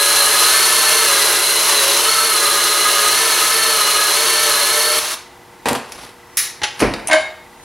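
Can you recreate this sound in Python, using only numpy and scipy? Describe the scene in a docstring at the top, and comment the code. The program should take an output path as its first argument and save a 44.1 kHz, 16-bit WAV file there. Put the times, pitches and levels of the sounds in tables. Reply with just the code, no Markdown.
"""A power drill whines and scratches: its wire wheel spins against the threads of a spark plug in a vise.
The pitch sags each time the wheel is pressed on; then the trigger is let go and the drill runs out.
It is laid on the bench, things clack and thump in the small workshop, and the steel vise clanks open.
A machine hums faintly behind. Tones locked to the motor make the whine, shaped noise the rush and scratch;
each blow is a dying burst of noise, and the steel parts add ringing tones."""
import sys
import numpy as np
from scipy import signal
from scipy.fft import rfft, irfft
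from scipy.io import wavfile

SR = 44100
rng = np.random.default_rng(int(sys.argv[2]) if len(sys.argv) > 2 else 0)


def put_to_file(sound):
    """Save the sound as 16-bit audio at rate SR, in the file named by the first command-line argument."""
    columns = np.atleast_2d(sound).T  # one column per channel
    safe = np.clip(columns, -1, 1)
    whole_steps = np.round(safe * 32767)
    wavfile.write(sys.argv[1], SR, whole_steps.astype(np.int16))


N = 336924
TIME = np.arange(N) / SR


def gain_of(db):
    """Turns decibels into a factor for the amplitude."""
    return 10 ** (np.asarray(db) / 20)


def evened(x):
    """Scales a sound to rms 1."""
    return x / np.sqrt(np.mean(x ** 2) + 1e-20)


def read(points, hz):
    """Reads a table between its points, along a log-frequency axis."""
    f, value = np.transpose(points)
    return np.interp(np.log(hz + 1), np.log(f + 1), value)


def curve(rows, column=1):
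    """Draws one column of a timed table as straight lines, at every sample."""
    rows = np.array(rows)
    return np.interp(TIME, rows[:, 0], rows[:, column])


def add(mix, s, sound):
    """Mixes a sound in at a given second."""
    part = mix[round(s * SR):][:len(sound)]
    part += sound[:len(part)]


def coloured(x, points, tilt=0):
    """Filters x by a spectrum, tilted in dB per octave (gently below 300 Hz), and scales it to rms 1."""
    hz = np.fft.rfftfreq(len(x), 1 / SR)
    gain = gain_of(read(points, hz) + tilt * np.log2(1 + hz / 300))
    return evened(irfft(rfft(x) * gain, len(x)))


def wander(hz):
    """Random drift of rms 1 that changes up to about the given rate."""
    f = np.fft.rfftfreq(N, 1 / SR)
    return evened(irfft(rfft(rng.standard_normal(N)) * np.exp(-(f / hz) ** 2), N))


def ramp(start_s, length_s):
    """A smooth step from 0 to 1."""
    u = np.clip((TIME - start_s) / length_s, 0, 1)
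    return u * u * (3 - 2 * u)


def tone(turns, order, flutter, flutter_hz):
    """A tone of so many cycles per turn; random changes of size and phase make it flutter."""
    sway = 1 + flutter * (wander(flutter_hz) + 1j * wander(flutter_hz))
    return evened((sway * np.exp(2j * np.pi * order * turns)).real)


# how long the room's echo takes to fall by 60 dB: (f/Hz, time/s)
ROOM_DECAY = [(100, .36), (500, .45), (2000, .5), (5000, .44), (10000, .32), (15000, .22)]


def room(x, wet_db):
    """Adds a tail of scattered echoes whose treble dies first, balanced to keep the power."""
    size = SR * 3 // 4
    echoes = rng.random(size) < 6000 / SR  # about 6000 echoes per second
    late = np.arange(size) > .003 * SR
    taps = rng.standard_normal(size) * echoes * late
    hz, t, z = signal.stft(taps, SR, nperseg=256)
    decay = gain_of(-60 * t / read(ROOM_DECAY, hz)[:, None])
    tail = signal.istft(z * decay, SR, nperseg=256)[1]
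    wet = gain_of(wet_db)
    echoed = signal.fftconvolve(x, tail / np.linalg.norm(tail))[:N]
    return (x + wet * echoed) / np.sqrt(1 + wet ** 2)


# colour of the room air: (f/Hz, level/dB per Hz)
AIR_COLOUR = [(15, -40), (35, 5), (55, -0.5), (150, -0.5), (300, 0.5), (400, -1), (550, -3), (900, 3.5),
              (1200, -1), (2000, -6.5), (2600, -8), (5000, -13.5), (8000, -17.5), (10500, -16),
              (15500, -24)]
# steady hum of the distant machine: (f/Hz, level/dB)
MACHINE_HUM = [(120, -64.5), (360.5, -54.5), (479.3, -54), (808, -61), (910, -55.5)]


def shop(air_db=-44, chirp_db=-56, chirp_hz=1992, shaft_hz=30):
    """Room air is shaped noise; a distant machine hums in steady tones and chirps once in each turn."""
    hum = sum(gain_of(db) * evened(np.sin(2 * np.pi * hz * TIME + 0.36 * wander(5.4)))
              for hz, db in MACHINE_HUM)
    rub = np.exp(2 * np.cos(2 * np.pi * shaft_hz * TIME))  # one peak per turn
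    chirp = gain_of(chirp_db) * evened(rub * tone(TIME, chirp_hz, flutter=0.98, flutter_hz=60.5))
    air = gain_of(air_db) * coloured(rng.standard_normal(N), AIR_COLOUR)
    return hum + chirp + air


# hand and sleeve sliding over the tools: (loudest at t/s, level/dB, swell/s, fade/s)
SLIDE_STROKES = [(6.031, -36.5, 0.17, 0.08), (6.805, -33, 0.038, .03)]
# colour of the rub: (f/Hz, level/dB per Hz)
SLIDE_COLOUR = [(200, -1), (900, 2.5), (2500, -4), (5500, -6), (7800, -15), (10500, -6), (15000, -33)]


def slides():
    """Each slide of hand and sleeve is a grainy rub that swells and fades."""
    strokes = np.zeros(N)
    for s, db, swell, fade in SLIDE_STROKES:
        side_s = np.where(TIME < s, swell, fade)
        strokes += gain_of(db) * np.exp(-((TIME - s) / side_s) ** 2)
    grain = gain_of(2 * wander(150))
    return strokes * coloured(rng.standard_normal(N) * grain, SLIDE_COLOUR)


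def blows(rows, colour, modes=(), ring_db=0, ring_s=.4, damping_hz=3000):
    """Each blow is a dying burst of contact noise; its tilt brightens or dulls the burst and the ringing."""
    out, t = np.zeros(N), np.arange(SR // 2) / SR
    for s, db, tilt, contact_s in rows:
        sound = coloured(rng.standard_normal(len(t)), colour, tilt) * np.exp(-t / contact_s)
        if len(modes):
            hz, mode_db = np.transpose(modes)[:, :, None]
            size = gain_of(mode_db + tilt * np.log2(hz))
            t60 = ring_s / (1 + hz / damping_hz)  # high modes die first
            # a loose part rings a little differently each time
            loose = hz * (1 + 0.00074 * rng.standard_normal(hz.shape))
            wave = np.sin(2 * np.pi * (loose * t + rng.random(hz.shape)))
            ring = (size * gain_of(-60 * t / t60) * wave).sum(0) / np.linalg.norm(size)
            # the ring builds up while the contact lasts
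            sound += gain_of(ring_db) * ring * (1 - np.exp(-4 * t / contact_s))
        add(out, s, gain_of(db) * sound)
    return out


# the drill touching the bench: (t/s, level/dB, tilt/dB per octave, contact/s)
SET_DOWN_BLOWS = [(5.657, -12.5, 1.5, 0.035), (5.686, -9, 5, 0.0075), (5.705, -13.5, -4.5, 0.032),
                  (5.731, -13.5, 10, .002), (5.751, -16, 3, 0.013)]
# its colour: (f/Hz, level/dB per Hz)
SET_DOWN_COLOUR = [(40, -26), (80, -18), (120, -13), (190, -18), (263, 8.5), (321, -12), (420, -3),
                   (880, -3), (1100, -7), (2640, -16), (7300, -30), (10100, -29), (15000, -49)]


def set_down():
    """The drill is laid on the bench: several noise bursts in a row."""
    return room(blows(SET_DOWN_BLOWS, SET_DOWN_COLOUR), wet_db=-5.5)


# thumps: (t/s, level/dB, tilt/dB per octave, contact/s)
THUMP_BLOWS = [(6.794, -23, 9, 0.0084), (6.802, -15, 6.5, 0.019), (6.814, -7.5, -3, 0.0038),
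               (6.821, -7.5, -0.5, 0.031), (6.85, -20, 0, 0.11)]
# their colour: (f/Hz, level/dB per Hz)
THUMP_COLOUR = [(15, -46), (30, -27), (48, 0), (100, -2), (160, -7), (230, 3.5), (350, 0), (500, -2.5),
                (811, -5), (1210, -8), (2430, -9.5), (3350, -22.5), (5570, -22.5), (7480, -37),
                (10000, -25.5), (15000, -63)]


def thumps():
    """Thumps: noise bursts with strong bass, fairly dry."""
    return room(blows(THUMP_BLOWS, THUMP_COLOUR), wet_db=-12)


# one snap: (t/s, level/dB, tilt/dB per octave, contact/s)
SNAP_BLOW = [(6.371, -7.5, 0, 0.019)]
# its colour: (f/Hz, level/dB per Hz)
SNAP_COLOUR = [(180, -67), (300, -35), (581, -37), (685, -25), (922, -26), (1030, -15), (1240, -12),
               (1540, -12), (1810, -4), (3130, -11), (5950, -3), (8140, -12.5), (10100, 1), (15500, -16)]


def snap():
    """A bright snap across the bench: more room echo than direct sound."""
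    return room(blows(SNAP_BLOW, SNAP_COLOUR), wet_db=3)


# clacks: (t/s, level/dB, tilt/dB per octave, contact/s)
CLACK_BLOWS = [(5.921, -21.5, 2, 0.004), (5.988, -28.5, -5, 0.0035), (6.938, -13.5, -5.5, 0.0043),
               (7.0, -30, -6, .002), (7.202, -25, -8, 0.0011)]
# their colour: (f/Hz, level/dB per Hz)
CLACK_COLOUR = [(400, -9), (2200, -2), (3000, -3), (4400, 3), (7500, -8), (10500, -4), (15000, -22)]


def clacks():
    """Clacks: very short contacts without ringing."""
    return room(blows(CLACK_BLOWS, CLACK_COLOUR), wet_db=-6)


# clanks: (t/s, level/dB, tilt/dB per octave, contact/s)
CLANK_BLOWS = [(6.617, -20.5, -3.5, 0.0093), (6.634, -10.5, 1, 0.015)]
# their colour: (f/Hz, level/dB per Hz)
CLANK_COLOUR = [(150, -9), (600, -4), (1600, 2), (2300, 1.5), (3500, 3.5), (5800, -6), (7300, -9),
                (8300, -21), (10000, -5), (14000, -57)]
# ringing steel, before the tilt: (f/Hz, level/dB)
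CLANK_MODES = [(841, 2), (882, -5), (1113, -21), (1580, -2), (1732, -5), (1893, 5.5), (2030, -8), (2730, 0),
               (2913, -5), (3172, -3), (3706, -5), (3917, -3), (5812, 6), (6390, -9)]


def clanks():
    """A loose steel tool is struck and rings briefly."""
    loose_tool = blows(CLANK_BLOWS, CLANK_COLOUR, CLANK_MODES, ring_db=4, ring_s=.13)
    return room(loose_tool, wet_db=-6.5)


# clinks: (t/s, level/dB, tilt/dB per octave, contact/s)
CLINK_BLOWS = [(7.073, -13, 0.0016, 0.0027), (7.082, -14.5, 0, 0.0049)]
# their colour: (f/Hz, level/dB per Hz)
CLINK_COLOUR = [(500, -33), (3000, -3), (4800, -16), (6100, 0), (7500, -13), (8900, 6), (11000, -4),
                (12500, -26)]
# ringing steel, before the tilt: (f/Hz, level/dB)
CLINK_MODES = [(6100, -15), (8850, 3), (10950, -1)]


def clinks():
    """High steel clinks: short contacts that wake a few high tones."""
    struck = blows(CLINK_BLOWS, CLINK_COLOUR, CLINK_MODES, ring_db=-0.5, ring_s=.2)
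    return room(struck, wet_db=-12)


# blows of the vise handle: (t/s, level/dB, tilt/dB per octave, contact/s)
VISE_BLOWS = [(7.085, -21, -6, 0.035), (7.099, -15.5, -4, 0.01), (7.112, -12, 3, 0.012),
              (7.122, -10, -4, 0.017), (7.131, -9, 6, 0.004), (7.138, -11.5, -0.5, 0.0061)]
# their colour: (f/Hz, level/dB per Hz)
VISE_COLOUR = [(100, -40), (450, -27), (650, 7.5), (1400, 0), (1900, 7), (2700, -1.5), (4500, -8),
               (6200, -12), (7200, -10), (8400, -28), (9700, -11), (11500, -38), (14000, -52)]
# ringing steel, before the tilt: (f/Hz, level/dB)
VISE_MODES = [(312, -13), (627, 4.5), (652, -4.5), (890, -5), (931, -11), (1179, -16), (1212, -2.5),
              (1562, -1), (1586, -9), (1640, -4), (1689, -4), (1838, -2), (2166, 4.5), (2439, -10),
              (3063, -8), (3722, -5.5), (4237, -15), (4667, -13), (7100, -19), (9600, -14)]


def vise():
    """The steel vise clanks as it is opened: quick blows that ring many tones."""
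    handle = blows(VISE_BLOWS, VISE_COLOUR, VISE_MODES, ring_db=5, ring_s=.19)
    return room(handle, wet_db=-3.5)


def bench():
    """All the handling noises together."""
    return set_down() + thumps() + snap() + clacks() + clanks() + clinks() + vise() + slides()


# the wheel is pressed on, then eased off:
# (start t/s, let-up t/s, sag of the motor/turns per second, time to ease off/s)
PRESSES = [(-.2, .41, 19.7, .17), (1, 1.34, 28, .13), (1.34, 1.7, 19.5, .13), (1.7, 1.83, 38, .32),
           (2.27, 3.08, 24.5, .14), (3.28, 3.41, 24, .14), (3.68, 4.1, 24, .14), (4.42, 4.64, 21, .14)]
BITE_S = .13  # time for the sag to set in


def sag():
    """Turns per second that the motor loses as the wheel is pressed on."""
    return sum(hz * ramp(start, BITE_S) * (1 - ramp(let_up, ease))
               for start, let_up, hz, ease in PRESSES)


# the wheel starts under the plug and climbs behind it: (t/s, share hidden 0-1)
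HIDDEN = [(.55, 0.05), (1.5, 0.44), (2.3, 0.66)]


def level(rule, load, swell_db=0):
    """Gain that follows the load and the place of the wheel, and swells by chance in the unsteady hand."""
    free_db, loaded_db, hidden_db = rule
    steady_db = free_db + loaded_db * load + hidden_db * curve(HIDDEN)
    return gain_of(steady_db + swell_db * wander(3.6))


# fixed resonances of the housing and the clamped plug: (f/Hz, width/Hz before broadening, level/dB)
BODY_MODES = [(264, 18, -44), (370, 18, -38), (436, 30, -36), (615, 20, -38), (1240, 50, -33),
              (1480, 40, -38), (2200, 55, -34), (2738, 36, -29.5), (2950, 70, -33.5), (4130, 300, -28),
              (6280, 220, -33)]


def body(drive):
    """Vibration rings the fixed resonances of housing and plug."""
    f, spectrum = np.fft.rfftfreq(N, 1 / SR), rfft(drive)
    ringing = np.zeros(N)
    for hz, width, db in BODY_MODES:
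        response = 1 / (1 + 1j * (f - hz) / (1.33 * width)) ** 2  # broadened by 1.33
        ringing += gain_of(db) * evened(irfft(spectrum * response, N))
    return ringing


# low tones as the drill is turned in the hand, before swells and load:
# (t/s, gear hum level/dB, third order level/dB, fourth order level/dB)
TONE_LEVELS = [(0, -31, -29.5, -32), (.65, -35, -30.5, -28), (1.15, -32, -28.5, -31.5),
               (1.45, -36, -51, -43), (1.9, -29, -36, -41), (2.05, -35.5, -22.5, -36),
               (2.7, -34.5, -26.5, -33), (4.05, -37, -26, -33), (4.4, -30, -28.5, -33)]
# weak shaft and gear tones: (multiple of the motor speed, level/dB)
WEAK_TONES = [(.855, -41), (1.025, -34), (3.485, -38), (4.845, -32.5), (5.16, -36), (7.015, -33)]
# whistle: (level/dB running free, dB added at full load, dB added behind the plug)
WHISTLE_LEVEL = (-25, 0, -2.4)
# multiples of the motor speed: gear hum, two motor orders, and the close pair of gear mesh and fan
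GEAR_ORDER, THIRD_ORDER, FOURTH_ORDER, WHISTLE_ORDERS = 1.365, 2.99, 4.005, (9.7, 10)
FOURTH_LOAD_DB = 4.5  # the fourth order swells by this at full load


def whine(turns, wheel, load, beat=0.39, swell_db=1.16):
    """Gear hum, motor orders and fan whistle; motor and whistle beat with each turn of the wheel."""
    gear, third, fourth = (gain_of(curve(TONE_LEVELS, column=k) + swell_db * wander(4.3))
                           for k in (1, 2, 3))
    hum = gear * tone(turns, GEAR_ORDER, flutter=0.57, flutter_hz=14)
    motor = third * tone(turns, THIRD_ORDER, flutter=0.87, flutter_hz=30.4)
    fourth = fourth * gain_of(FOURTH_LOAD_DB * load)
    motor += fourth * tone(turns, FOURTH_ORDER, flutter=0.44, flutter_hz=25.6)
    # the fan and the gear mesh lie close together and fray
    strands = sum(tone(turns + .014 * wander(40), order, flutter=.6, flutter_hz=70)
                  for order in WHISTLE_ORDERS)
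    whistle = level(WHISTLE_LEVEL, load, swell_db=0.16) * strands
    weak = sum(gain_of(db) * tone(turns, order, flutter=0.63, flutter_hz=27.7)
               for order, db in WEAK_TONES)
    return hum + (motor + whistle) * (1 + beat * wheel) + weak


# colours of the motor's rush, the wires' scratch and the shaking: (f/Hz, level/dB per Hz)
RUSH_COLOUR = [(150, -26), (260, -23.5), (400, -7), (700, -6), (1050, 2), (1400, -0.5), (2100, -3.5),
               (2450, -4), (2900, -1.5), (3500, -1.5), (4250, -0.5), (4900, -3.5), (6300, -2), (7200, -8.5),
               (12000, -16)]
SCRATCH_COLOUR = [(1000, -29), (4000, -19), (7300, -15), (8600, -8.5), (9700, -4), (10400, -2.5),
                  (11200, -4), (12000, -12), (13200, -12.5), (15700, -47.5)]
SHAKE_COLOUR = [(15, -48), (30, -26), (40, -5), (50, 0), (75, -23), (120, -1), (200, -7.5), (400, -13.5)]
# their levels: (level/dB running free, dB added at full load, dB added behind the plug)
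RUSH_LEVEL = (-17, 0.92, -2.28)
SCRATCH_LEVEL = (-16, 0, -5.5)
SHAKE_LEVEL = (-44.5, 1.5, 0)
FREE_HZ, WARM_UP_HZ_PER_S = 437.2, 1.3  # motor turns per second running free, and their slow rise
FULL_SAG_HZ = 24  # sag that counts as full load
GEAR_RATIO = .0705  # wheel turns per motor turn
RELEASE_S, FADE_S = 4.99, 0.0034  # the trigger is let go; time constant of the tones' fade
STOP_S, RUN_OUT_S = 5.141, 0.0083  # the scraping ends; time constant of its fade
COAST_RUSH_DB, COAST_SCRATCH_DB = -4, -7.5  # drop once the power is off


def drill(wobble_db=-1.0, motor_throb=0.12, wires_per_s=9000, wire_spread_db=3):
    """Gear whine, the rush of the motor, and wire tips flicking off the threads."""
    lost_hz = sag()
    load = lost_hz / FULL_SAG_HZ
    speed = FREE_HZ + WARM_UP_HZ_PER_S * TIME - lost_hz
    turns = np.cumsum(speed * (1 + 0.00312 * wander(17.7))) / SR
    wheel = np.sin(2 * np.pi * GEAR_RATIO * turns)

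    # the tones die with the power; the wheel scrapes on a moment longer
    powered = np.exp(-np.maximum(TIME - RELEASE_S, 0) / FADE_S)
    run_out = np.exp(-np.maximum(TIME - STOP_S, 0) / RUN_OUT_S)
    coasting = 1 - powered

    # the wheel runs slightly out of true and presses harder once in each turn
    contact = gain_of(wobble_db * wheel + .5 * wander(45))
    throb = 1 + motor_throb * np.sin(2 * np.pi * turns + 2.5 * wander(35))
    hits = rng.random(N) < wires_per_s / SR
    flicks = hits * rng.standard_normal(N) * gain_of(wire_spread_db * rng.random(N))

    rush = coloured(rng.standard_normal(N) * throb * contact, RUSH_COLOUR)
    rush = level(RUSH_LEVEL, load, swell_db=0.73) * rush
    scratch = coloured(flicks * throb * contact, SCRATCH_COLOUR)
    scratch = level(SCRATCH_LEVEL, load, swell_db=0.13) * scratch
    shake = level(SHAKE_LEVEL, load) * coloured(rng.standard_normal(N), SHAKE_COLOUR)

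    noise = (rush + shake) * gain_of(COAST_RUSH_DB * coasting)
    noise += scratch * gain_of(COAST_SCRATCH_DB * coasting)
    ringing = body(rng.standard_normal(N) * contact) * (0.31 * run_out + 0.29 * powered)
    tones = whine(turns, wheel, load) * powered
    return room(tones, wet_db=-9) + room(noise * run_out + ringing, wet_db=-7.5)


def ports(mid, width):
    """Two close microphone ports; only scattered reflections differ between them."""
    hz, t = np.fft.rfftfreq(N, 1 / SR), np.arange(SR // 16) / SR
    scatter = rfft(rng.standard_normal(len(t)) * np.exp(-t / .012), N)
    phase = scatter / abs(scatter)
    side = irfft(rfft(mid) * phase * gain_of(read(width, hz)), N)
    return np.array([mid + side, mid - side])


# stereo width of the drill: (f/Hz, side-to-mid level/dB)
DRILL_WIDTH = [(60, -4), (160, -8), (270, -13.5), (450, -12.5), (740, -20.5), (1220, -31), (2010, -63),
               (3330, -24), (5200, -19), (6300, -11), (8000, -5), (9500, -13), (11500, -72)]
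# stereo width of the handling noises and the shop: (f/Hz, side-to-mid level/dB)
SHOP_WIDTH = [(60, -20), (120, -12), (240, -16), (480, -17), (950, -19), (1890, -19.5), (3770, -26.5),
              (7520, -6), (15000, -35)]


def scene():
    """The drill, a hair to the right, and the handling noises over the sound of the shop."""
    lean_db = .08
    near = ports(drill(), DRILL_WIDTH) * gain_of([[-lean_db], [lean_db]])
    return near + ports(bench() + shop(), SHOP_WIDTH)


LOW_CUT_HZ, EDGE_HZ = 42, 15850  # lowest and highest pitch let through


def record(dry):
    """The microphone cuts the deepest bass and rounds off peaks near full scale; then the band limit."""
    low_cut = signal.butter(6, LOW_CUT_HZ, "high", fs=SR, output="sos")
    thinned = signal.sosfilt(low_cut, dry)
    limited = thinned / (1 + thinned ** 8) ** (1 / 8)
    band_limit = signal.firwin(511, EDGE_HZ, window=("kaiser", 9), fs=SR)
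    return signal.oaconvolve(limited, band_limit[None], "same")


dry = scene()
out = record(dry)
put_to_file(out)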